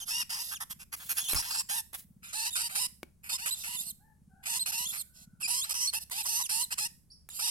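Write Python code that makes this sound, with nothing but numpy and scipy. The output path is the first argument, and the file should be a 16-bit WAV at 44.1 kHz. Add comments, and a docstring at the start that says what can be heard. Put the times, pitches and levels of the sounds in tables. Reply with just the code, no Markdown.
"""Hoarse begging rasps, close up: lovebird chicks in a wire cage in a small room, in hand-held stereo.
Each rasp is a run of sharp syrinx clicks that speeds up into a buzz and rings in throat and beak.
Dry chuffs, thin hisses, gliding chirps and soft mutters slip in between the rasps.
The cage ticks and is bumped, feathers rustle, other birds call far off, and a motor throbs faintly."""
import sys
import numpy as np
from scipy import signal
from scipy.fft import rfft, irfft, next_fast_len
from scipy.io import wavfile
from scipy.ndimage import map_coordinates

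SR = 44100
rng = np.random.default_rng(int(sys.argv[2]) if len(sys.argv) > 2 else 0)


def file_out(sig):
    """Save sig as 16-bit WAV at sys.argv[1]."""
    # one column per channel
    cols = np.atleast_2d(sig).T
    # limit, then scale
    lim = np.clip(cols, -1, 1)
    pcm = np.round(lim * 32767).astype(np.int16)
    wavfile.write(sys.argv[1], SR, pcm)


N = 330750
T = np.arange(N) / SR

# begging rasps: (start [s], end [s], level [dB], swell from first to second half [dB],
# buzz [Hz], throat [Hz], throat boost [dB], beak [Hz])
RASPS = [(0.075, 0.227, -36, 3, 971, 5370, 11.5, 9900), (0.292, 0.427, -36.5, -2.5, 920, 5120, 11, 9860),
         (1.353, 1.412, -30, -0.5, 906, 5310, 13, 9210), (1.417, 1.514, -39.5, -1.5, 948, 5020, 4, 10950),
         (1.499, 1.615, -32.5, 1, 885, 4800, 10, 7860), (1.687, 1.806, -33, -1, 894.6, 4500, 4, 9240),
         (2.325, 2.493, -34, 2.5, 905, 4340, 7.5, 9500), (2.551, 2.678, -32.5, -2.5, 890, 4630, 7.5, 9830),
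         (2.688, 2.768, -42, 0.5, 827, 5340, -10.5, 10200.0),
         (2.748, 2.863, -30.5, -1.5, 919, 4900, 6, 10080), (3.288, 3.366, -33.5, -2.5, 947, 4920, 8, 8110),
         (3.377, 3.459, -40.5, 1.5, 908, 5240, 3, 10600), (3.453, 3.499, -31, -2, 920, 4900, -5.5, 10440),
         (3.632, 3.766, -38, -0.5, 931, 5500, -2, 10900), (4.452, 4.584, -33, 2, 915, 5430, 1.5, 9700),
         (4.655, 4.708, -32.5, -1, 873, 5460, 5.5, 10840), (4.715, 4.855, -34.5, 0, 942, 5730, 6, 10700),
         (5.473, 5.609, -31, -1, 965, 5500, 7.5, 9820), (5.636, 5.697, -43, -8, 865, 4540.0, 4.5, 10200),
         (5.688, 5.727, -31, 0.5, 934, 5330, 9.5, 10200),
         (5.735, 5.874, -31.5, 3.5, 999, 5760, 15.5, 10100),
         (5.927, 5.984, -32.5, -0.5, 875, 5250, 1.5, 10370),
         (6.106, 6.22, -35.5, 3, 856, 5020.0, 1.5, 10700),
         (6.247, 6.425, -31.5, 2.5, 903.5, 5760, 8.5, 11050),
         (6.488, 6.629, -30.5, 0, 909, 5510, 7.5, 9900), (6.703, 6.737, -33, 4.5, 1050, 5350, 4.5, 8960),
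         (6.774, 6.869, -32.5, -1.5, 877, 5400, 7.5, 9300),
         (7.387, 7.503, -31.5, 2.5, 889, 5570, 8.5, 9540)]
# short dry chuffs, all slow clicks: (start [s], end [s], level [dB])
CHUFFS = [(.508, .545, -37), (.6, .637, -36.5), (.696, .73, -39), (.79, .836, -48), (.92, .95, -36.5),
          (.99, 1.04, -49), (1.088, 1.127, -30), (1.162, 1.206, -31), (1.281, 1.337, -32.5),
          (1.928, 1.963, -41.5), (2.222, 2.33, -51.5), (3.231, 3.29, -47), (4.428, 4.455, -47.5),
          (4.921, 4.979, -39), (5.402, 5.426, -38)]
# thin, almost voiceless hisses: (start [s], end [s], level [dB])
HISSES = [(.05, .12, -38), (.38, .518, -41.5), (1.21, 1.27, -46), (3.55, 3.636, -44), (3.77, 3.9, -43.5),
          (4.85, 5.015, -45), (5.127, 5.25, -56), (5.988, 6.036, -42), (7.323, 7.396, -40)]
# the voice of chuffs and hisses: (buzz [Hz], throat [Hz], throat boost [dB], beak [Hz])
SOFT_VOICE = (660, 7300, 0.93, 11500)
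# the character of each kind of call:
# (chest boost [dB], beak boost [dB], beak width [Hz], attack [s], breath [dB], slow clicking [s])
RASP_SHAPE = (0.5, 4.2, 1700, .015, -4.3, .022)
CHUFF_SHAPE = (0.5, 9, 2600, .02, -4.5, .15)
HISS_SHAPE = (-12.5, 9, 2200, .05, 3, .005)
# a chick's tone colour before its resonances: (frequency [Hz], level [dB])
VOICE_COLOUR = [(300, -38.5), (560, -15), (880, -4), (1300, -5), (1850, -2.5), (3150, -1.5), (3800, -3.5),
                (5200, 0.5), (6600, -3.5), (7700, 1), (9000, -3.5), (11800, -2.5), (13200, -6),
                (15500, -19)]
# the two low resonances of a slack throat: (lower [Hz], upper [Hz])
CLUCK_HZ = [1370, 2300]
# clear chirps: (start [s], end [s], first pitch [Hz], middle pitch [Hz], last pitch [Hz],
# level [dB], brightness [dB per harmonic])
CHIRPS = [(.105, .229, 2560, 2830, 2720, -39, -2), (.545, .575, 3550, 3400, 2800, -45, -1),
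          (1.238, 1.288, 3950, 3450, 3900, -44, 0), (1.238, 1.29, 3400, 2950, 3400, -46, -4),
          (2.505, 2.527, 3150, 3600, 3750, -45, 2), (2.527, 2.572, 3680, 3600, 3950, -39, 1),
          (3.325, 3.355, 3620, 3700, 3750, -37, 1), (3.507, 3.545, 3790, 4060, 4100, -34, -2),
          (3.762, 3.79, 3700, 3600, 3500, -42, 3), (3.785, 3.821, 3450, 3800, 3750, -38.5, 3),
          (3.865, 3.913, 4060, 4336, 3550, -43, 5), (4.593, 4.636, 3780, 4150, 4300, -34.5, -4),
          (4.777, 4.797, 4250, 4200, 3950, -39, 4), (4.853, 4.882, 3200, 3350, 4000, -39.5, -1),
          (4.884, 4.921, 3650, 3400, 4150, -40, 3), (4.975, 5.021, 4400, 4300, 3650, -40, 5),
          (5.426, 5.469, 2850, 2400, 2750, -34.5, -0.5), (5.612, 5.649, 3350, 3700, 4450, -36, -1),
          (5.872, 5.901, 4150, 4370, 4550, -32, -6), (6.227, 6.251, 4140, 3950, 3450, -41, 5),
          (6.417, 6.469, 4025, 3670, 2605, -40.5, 3), (6.626, 6.648, 4080, 4180, 4100, -35.5, -1),
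          (7.419, 7.449, 4280, 4040, 3550, -42, 2)]
# harmonics 1-5 of a chirp: (level [dB])
CHIRP_HARMONICS = [-2, -0.5, -3, -3.5, -17]
# soft wavering mutters: (start [s], end [s], level [dB])
MUTTERS = [(0, 0.043, -45.5), (1, 1.102, -59), (1.167, 1.234, -42.5), (1.283, 1.331, -38.5),
           (2.236, 2.32, -54.5), (3.544, 3.63, -51.5), (7.298, 7.345, -52)]
# hits on the cage: (time [s], wire tick [dB], tray knock [dB])
CAGE_HITS = [(0.932, -38, -80), (0.944, -44, -53.5), (1.333, -26, -32), (1.3459, -24.5, -39),
             (1.352, -26, -52.5), (1.932, -41.5, -52.5), (1.947, -33, -53.5), (3.0312, -48, -33.5),
             (3.461, -36.5, -79.5), (6.098, -43.5, -80), (7.289, -40, -63)]
# the colour of a wire tick: (frequency [Hz], level [dB])
WIRE_COLOUR = [(400, -23), (1500, -3.5), (4000, -16), (7000, -9), (11500, -4.5), (15500, -12)]
# modes of the plastic tray: (frequency [Hz], level [dB], t60 [s])
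TRAY_MODES = [(233, -13, 0.098), (340, -5, 0.033), (470, 6.5, 0.0055), (935, -10, 0.0033),
              (1460, -11, .015), (2230, -6.5, 0.027)]
# the hand jolts against the bars: (time [s], level [dB])
BUMP_ENVELOPE = [(1.325, -69.5), (1.338, -37), (1.375, -39.5), (1.40, -47), (1.45, -73)]
# a chick flutters and shuffles on the perch: (start [s], end [s], level [dB])
RUSTLES = [(0.957, 1.616, -49), (1.94, 2.024, -49)]
# the colour of brushing feathers: (frequency [Hz], level [dB])
FEATHER_COLOUR = [(400, -16), (1500, -13.5), (5000, -7), (11000, -1.5), (15500, 0)]
# distant birds: (start [s], end [s], first pitch [Hz], middle pitch [Hz], last pitch [Hz],
# fundamental [dB], second harmonic [dB])
FAR_CALLS = [(3.983, 4.13, 737, 871, 874, -67, -71), (4.282, 4.486, 777, 764, 773, -65.5, -66),
             (4.963, 5.417, 1535, 1480, 1376, -75, -101), (7.099, 7.125, 4120, 5090, 5320, -49.5, -60.5)]
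# the still room: (frequency [Hz], level [dB])
ROOM_TONE = [(25, -6.5), (70, -2.5), (190, -5), (330, -22), (1000, -34), (3400, -41.5), (7000, -35.5),
             (10000, -31), (13000, -39.5), (15500, -42)]
# the room's decay: (frequency [Hz], t60 [s])
ROOM_DECAY = [(200, 0.39), (1000, 0.26), (3200, 0.33), (5000, 0.37), (10000, 0.38), (15000, 0.6)]
# sound bends round the microphone to its left port:
# (frequency [Hz], phase lag before the hand turns [rad], phase lag after [rad])
LEFT_LAG = [(100, 0, 0), (500, .3, .5), (1000, .7, 1.3), (1750, 2.3, 3.05), (2250, 3.1, 3.2), (2700, 5, 6),
            (3550, 7.5, 9.2), (3900, 8.9, 9.5), (4900, 11.8, 12.6), (5900, 13, 15.4), (6400, 13.5, 15.9),
            (7400, 15.2, 17.2), (8800, 16.3, 18.5), (10800, 18.4, 22.3), (12000, 19.8, 25.4),
            (16000, 24.4, 34.5)]
# the hand turns the left port away: (time [s], share of the turn [0-1])
HAND_TURN = [(1.8, 0), (2.2, 1)]
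# shading between the ports: (frequency [Hz], left minus right [dB])
STEREO_SHADE = [(500, -1), (1900, 6), (2500, 6), (4400, -0.5), (6000, -0.5), (8000, -3.5), (9100, -7),
                (11000, -11.5), (15000, 6.5)]

FULL_EFFORT_DB, CHEST_PER_DB, BEAK_PER_DB = -33.5, .32, .45  # softer calls: more chest, less beak
BUZZ_CLIMB, THROAT_CLIMB = .11, .066  # shares by which buzz and throat resonance rise over a call
CREAK_HZ, CREAK_SCATTER = 430, .26  # slow clicks of a slack syrinx: rate, unevenness of spacing


def rasp(length, level_db, swell_db, voice, shape, drift=.036, jitter=.044):
    """Slow, uneven syrinx clicks speed up into a buzz; clicks and breath ring in throat and beak."""
    buzz_hz, throat_hz, throat_db, beak_hz = voice
    chest_db, beak_db, beak_width_hz, rise_s, breath_db, creak_s = shape
    softness_db = FULL_EFFORT_DB - level_db
    t = np.arange(int((length + .0072) * SR)) / SR
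    progress = np.minimum(t / length, 1)
    # every call tightens and climbs at its own pace, and now and then turns hoarse again
    creak = bell(t, 0, creak_s * np.exp(rng.normal() / 4))
    hoarse = np.maximum(creak, np.clip(wobble(t, 35) - .6, 0, 1) / 2)
    climb = BUZZ_CLIMB * (1 + rng.normal() / 2) * (progress - .5)
    waver = drift * wobble(t, 45) + jitter * np.exp(wobble(t, 35) / 2) * wobble(t, 1000)
    waver += CREAK_SCATTER * hoarse * wobble(t, 500)
    pitch = buzz_hz * (CREAK_HZ / buzz_hz) ** creak * np.exp(climb + waver)
    puffs = np.exp(.9 * np.cos(phase_of(pitch))) * rng.standard_normal(len(t))  # the buzz chops the air
    breath = unit(filtered(puffs, lambda f: f / np.hypot(f, 1800)))
    source = clicks(pitch, spread_db=1.6 + 1.2 * hoarse) + amp(breath_db) * breath
    gape = np.exp(rng.normal() / 10)

    def tract(stretch, slack):
        """Chest, throat, nose and beak colour the source; a slack throat adds a low cluck."""
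        def colour_db(f):
            chest = (chest_db + CHEST_PER_DB * softness_db) * bell(f, 1900, 1200)
            cluck = slack * 9.5 * sum(bell(f, hz * gape, 330) for hz in CLUCK_HZ)
            throat = (1 - slack / 2) * throat_db * bell(f, throat_hz * stretch, 600)
            nasal = 2 * bell(f, throat_hz * stretch / 2, 300)
            beak = (beak_db - BEAK_PER_DB * softness_db) * bell(f, beak_hz, beak_width_hz)
            ripple = 3 * wobble(f, 1 / 450)  # changes as the head turns
            return along(VOICE_COLOUR, f) + chest + cluck + throat + nasal + beak + ripple
        return unit(resonate(source, colour_db))

    early = tract(1 - THROAT_CLIMB / 2, slack=0)
    late = tract(1 + THROAT_CLIMB / 2, slack=0)
    taut = (1 - progress) * early + progress * late
    call = (1 - hoarse) * taut + hoarse * tract(1 - THROAT_CLIMB, slack=1)
    flicker = amp(.9 * wobble(t, 72.4))
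    gain = amp(level_db + swell_db * np.clip(2 * progress - 1, -.5, .5))
    return unit(call * flicker) * gain * gate(t, length + .0046, rise_s, fall=.027)  # the beak shuts


def clicks(rate_hz, spread_db):
    """The syrinx snaps once a cycle, each click its own size; slower clicks are stronger."""
    cycles = np.cumsum(rate_hz) / SR
    nearest = np.round(cycles).astype(int)
    offset_samples = (cycles - nearest) * SR / rate_hz
    sizes = amp(spread_db * np.clip(rng.standard_normal(len(cycles)), -2, 2)[nearest]) / np.sqrt(rate_hz)
    return unit(sizes * np.sinc(.8 * offset_samples) * bell(offset_samples, 0, 6))


def harsh_calls():
    """One clicking voice, played as rasp, chuff or hiss."""
    out = np.zeros(N)
    for start, end, level_db, swell_db, *voice in RASPS:
        add(out, start - .002, rasp(end - start, level_db, swell_db, voice, RASP_SHAPE))
    for calls, shape in (CHUFFS, CHUFF_SHAPE), (HISSES, HISS_SHAPE):
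        for start, end, level_db in calls:
            add(out, start - .004, rasp(end - start, level_db, 0, SOFT_VOICE, shape))
    return out


def chirp(length, pitches, level_db, tilt_db, waver, breath_db, buzz_hz=900, top_hz=13000):
    """The syrinx runs almost cleanly: a gliding whistle, fringed with breath."""
    t = np.arange(int((length + .0044) * SR)) / SR
    hook = 1 - .08 * np.exp(np.minimum((t - length) / .004, .5))  # pressure drops, the pitch hooks down
    quaver = 1 + waver * wobble(t, 60) + .009 * wobble(t, 170) + .015 * wobble(t, 2000)
    pitch = glide(t, length, pitches) * hook * quaver
    tone = np.zeros(len(t))
    for k, db in enumerate(CHIRP_HARMONICS, 1):
        shimmer_db = 2 * wobble(t, 206)
        rolloff = bell((k * pitch / top_hz) ** 4, 0, 1.3)
        tone += amp(db + tilt_db * k + shimmer_db) * rolloff * np.sin(k * phase_of(pitch))
    hoarse = np.interp(length, [.05, .09], [.16, .55])  # the buzz creeps into longer chirps
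    buzz = np.exp(hoarse * np.cos(phase_of(buzz_hz * (1 + wobble(t, 600) / 10))))
    breath = amp(breath_db) * unit(noise(len(t), VOICE_COLOUR))
    return amp(level_db) * (unit(tone * buzz) + breath) * gate(t, length, rise=.0023, fall=.012)


def whistled_calls(mutter_hz=3620):
    """Clear chirps, and breathier mutters that wander round one pitch."""
    out = np.zeros(N)
    for start, end, *pitches, level_db, tilt_db in CHIRPS:
        add(out, start, chirp(end - start, pitches, level_db, tilt_db, waver=.01, breath_db=-18.5))
    for start, end, level_db in MUTTERS:
        mutter = chirp(end - start, [mutter_hz] * 3, level_db, tilt_db=1, waver=.061, breath_db=-5.5)
        add(out, start, mutter)
    return out


def cage(tick_t60=.024):
    """Claws, beaks and the hand tick on the wires; heavier hits knock the tray too."""
    out = np.zeros(N)
    t = np.arange(SR // 8) / SR
    for start, wire_db, tray_db in CAGE_HITS:
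        tick = unit(noise(len(t), WIRE_COLOUR)) * amp(-60 * t / tick_t60)
        knock = sum(amp(db + 2 * rng.normal() - 60 * t / t60) * np.cos(2 * np.pi * hz * t)
                    for hz, db, t60 in TRAY_MODES)
        add(out, start, amp(wire_db) * tick + amp(tray_db - 2.5) * knock)
    return out


def bump():
    """A dull thump carried through the hand, different at each port."""
    thud = unit(noise((2, N), colour=[(65, 0), (130, -11.5), (300, -18.5), (3000, -90.5)]))
    return thud * amp(np.interp(T, *np.transpose(BUMP_ENVELOPE)))


def rustles(grain_db=3, grain_hz=130):
    """Feathers brush each other and the wires in a fine, grainy hiss."""
    out = np.zeros(N)
    for start, end, level_db in RUSTLES:
        length = end - start
        t = np.arange(int((length + .05) * SR)) / SR
        hiss = noise(len(t), FEATHER_COLOUR) * amp(grain_db * wobble(t, grain_hz))
        add(out, start, amp(level_db) * unit(hiss) * gate(t, length, rise=.01, fall=.053))
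    return out


def far_calls():
    """Birds some way off: faint, wavering glides of two harmonics."""
    out = np.zeros(N)
    for start, end, *pitches, fundamental_db, second_db in FAR_CALLS:
        length = end - start
        t = np.arange(int((length + .02) * SR)) / SR
        phase = phase_of(glide(t, length, pitches) * (1 + .037 * wobble(t, 150)))
        tone = amp(fundamental_db) * np.sin(phase) + amp(second_db) * np.sin(2 * phase)
        add(out, start, tone * gate(t, length, rise=length / 4, fall=.011))
    return out


def room_tone(level_db=-66):
    """Low rumble and faint air, half shared between the ports."""
    air = noise((3, N), ROOM_TONE)
    return amp(level_db) * unit(air[0] + air[1:])


def motor(stroke_hz=17.05, throb_db=-68, hum_db=-69):
    """Each stroke gives a short low boom, over a hum at four times the stroke rate."""
    turns = np.cumsum(stroke_hz * (1 + .00395 * wobble(T, 1.5))) / SR
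    strokes = np.diff(np.floor(turns), prepend=0) * amp(4.9 * wobble(T, 6.8))
    throb = unit(filtered(strokes, lambda f: bell(f, 175, 70)))
    hum = amp(2 * wobble(T, 3)) * np.sin(4 * 2 * np.pi * turns)
    return amp(throb_db) * throb + amp(hum_db) * hum


def left_port(x, before_db=-2, after_db=-3):
    """The way round the microphone to the left port grows longer as the hand turns."""
    hz, lag_before, lag_after = np.transpose(LEFT_LAG)
    before = filtered(x, lambda f: np.exp(-1j * np.interp(f, hz, lag_before)))
    after = filtered(x, lambda f: np.exp(-1j * np.interp(f, hz, lag_after)))
    turn = np.interp(T, *np.transpose(HAND_TURN))
    return (1 - turn) * amp(before_db) * before + turn * amp(after_db) * after


def near_echoes(x, sway_s=.00006, above_hz=2900, count=6):
    """Tray, cups and bars bounce only treble to each port; the paths sway with the hand."""
    treble = filtered(x, lambda f: 1 - bell(f * f, 0, above_hz ** 2))
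    out = np.zeros((2, N))
    for port, delays_s in enumerate(rng.uniform(.000466, .004, (2, count))):
        for delay_s in delays_s:
            swaying_s = delay_s + sway_s * wobble(T[::64], 2).repeat(64)[:N]
            out[port] += map_coordinates(treble, [np.arange(N) - SR * swaying_s], order=3)
    return out / np.sqrt(count)


def reverb(x):
    """The small room's diffuse tail at each port; every frequency dies at its own speed."""
    hz, t, spectra = signal.stft(rng.standard_normal((2, int(SR * .75))), SR, nperseg=256)
    decay = amp(-60 * t / along(ROOM_DECAY, hz)[:, None])
    tail = signal.istft(spectra * decay, SR, nperseg=256)[1]
    return signal.fftconvolve(x[None], tail / np.linalg.norm(tail[0]), axes=1)[:, :N]


def amp(db):
    """Decibels to gain."""
    return 10 ** (np.asarray(db) / 20)


def unit(x):
    """Scale to rms 1."""
    return x / np.sqrt(np.mean(x ** 2) + 1e-20)


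def along(points, hz):
    """Read (frequency [Hz], value) points on a log axis."""
    knots_hz, values = np.transpose(points)
    return np.interp(np.log(hz + 1), np.log(knots_hz), values)


def bell(x, centre, width):
    """A rounded hump of height 1."""
    return np.exp(-((x - centre) / width) ** 2)


def wobble(t, rate):
    """A smooth random curve with rate knots per unit of t."""
    return map_coordinates(rng.standard_normal(int(t[-1] * rate) + 4), [t * rate], mode="nearest")


def phase_of(hz):
    """Running phase of a moving pitch, in radians."""
    return 2 * np.pi * np.cumsum(hz) / SR


def glide(t, length, pitches):
    """Pitch along an arch through its first, middle and last value."""
    return np.polyval(np.polyfit([0, .5, 1], pitches, 2), np.minimum(t / length, 1))


def gate(t, length, rise, fall):
    """Swells over rise seconds, holds, and closes over fall seconds around length."""
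    return np.sin(np.pi / 2 * np.clip(t / rise, 0, 1)) ** 2 * np.clip((length - t) / fall + .5, 0, 1)


def filtered(x, response):
    """Play x through a frequency response."""
    n = x.shape[-1]
    padded = next_fast_len(n + 4096)
    return irfft(rfft(x, padded) * response(np.fft.rfftfreq(padded, 1 / SR)), padded)[..., :n]


def noise(shape, colour):
    """Noise shaped by (frequency [Hz], level [dB]) points."""
    return filtered(rng.standard_normal(shape), lambda f: amp(along(colour, f)))


def resonate(x, colour_db):
    """Ring x through a colour at minimum phase, so nothing sounds ahead of a click."""
    half = next_fast_len(len(x) // 2 + 1024)
    cepstrum = irfft(np.log(amp(colour_db(np.fft.rfftfreq(2 * half, 1 / SR)))))
    cepstrum[1:half] *= 2
    cepstrum[half + 1:] = 0
    return irfft(rfft(x, 2 * half) * np.exp(rfft(cepstrum)))[:len(x)]


def add(track, start, sound):
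    """Mix a sound into a track at start seconds."""
    i = max(round(start * SR), 0)
    track[i:i + len(sound)] += sound[:max(N - i, 0)]


def scene(whistle_db=3, reverb_db=-16, echo_left_db=-3, echo_right_db=-9, far_direct=.46):
    """The chicks face the right port, crisp; the left hears them later, shaded and among more echoes."""
    birds = harsh_calls() + amp(whistle_db) * whistled_calls()
    movement = cage() + rustles()
    far = far_calls()
    direct = np.array([left_port(birds), birds]) + movement
    echoes = amp([[echo_left_db], [echo_right_db]]) * near_echoes(birds + movement)
    tail = amp(reverb_db) * reverb(birds + movement)
    mix = direct + echoes + tail + far_direct * far + reverb(far)
    shaded = filtered(mix, lambda f: amp(np.outer([.5, -.5], along(STEREO_SHADE, f))))
    return shaded + room_tone() + motor() + bump()


def record(dry, top_hz=16000):
    """A brick-wall cut takes off the very top."""
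    return filtered(dry, lambda f: f < top_hz)


dry = scene()
out = record(dry)
file_out(out)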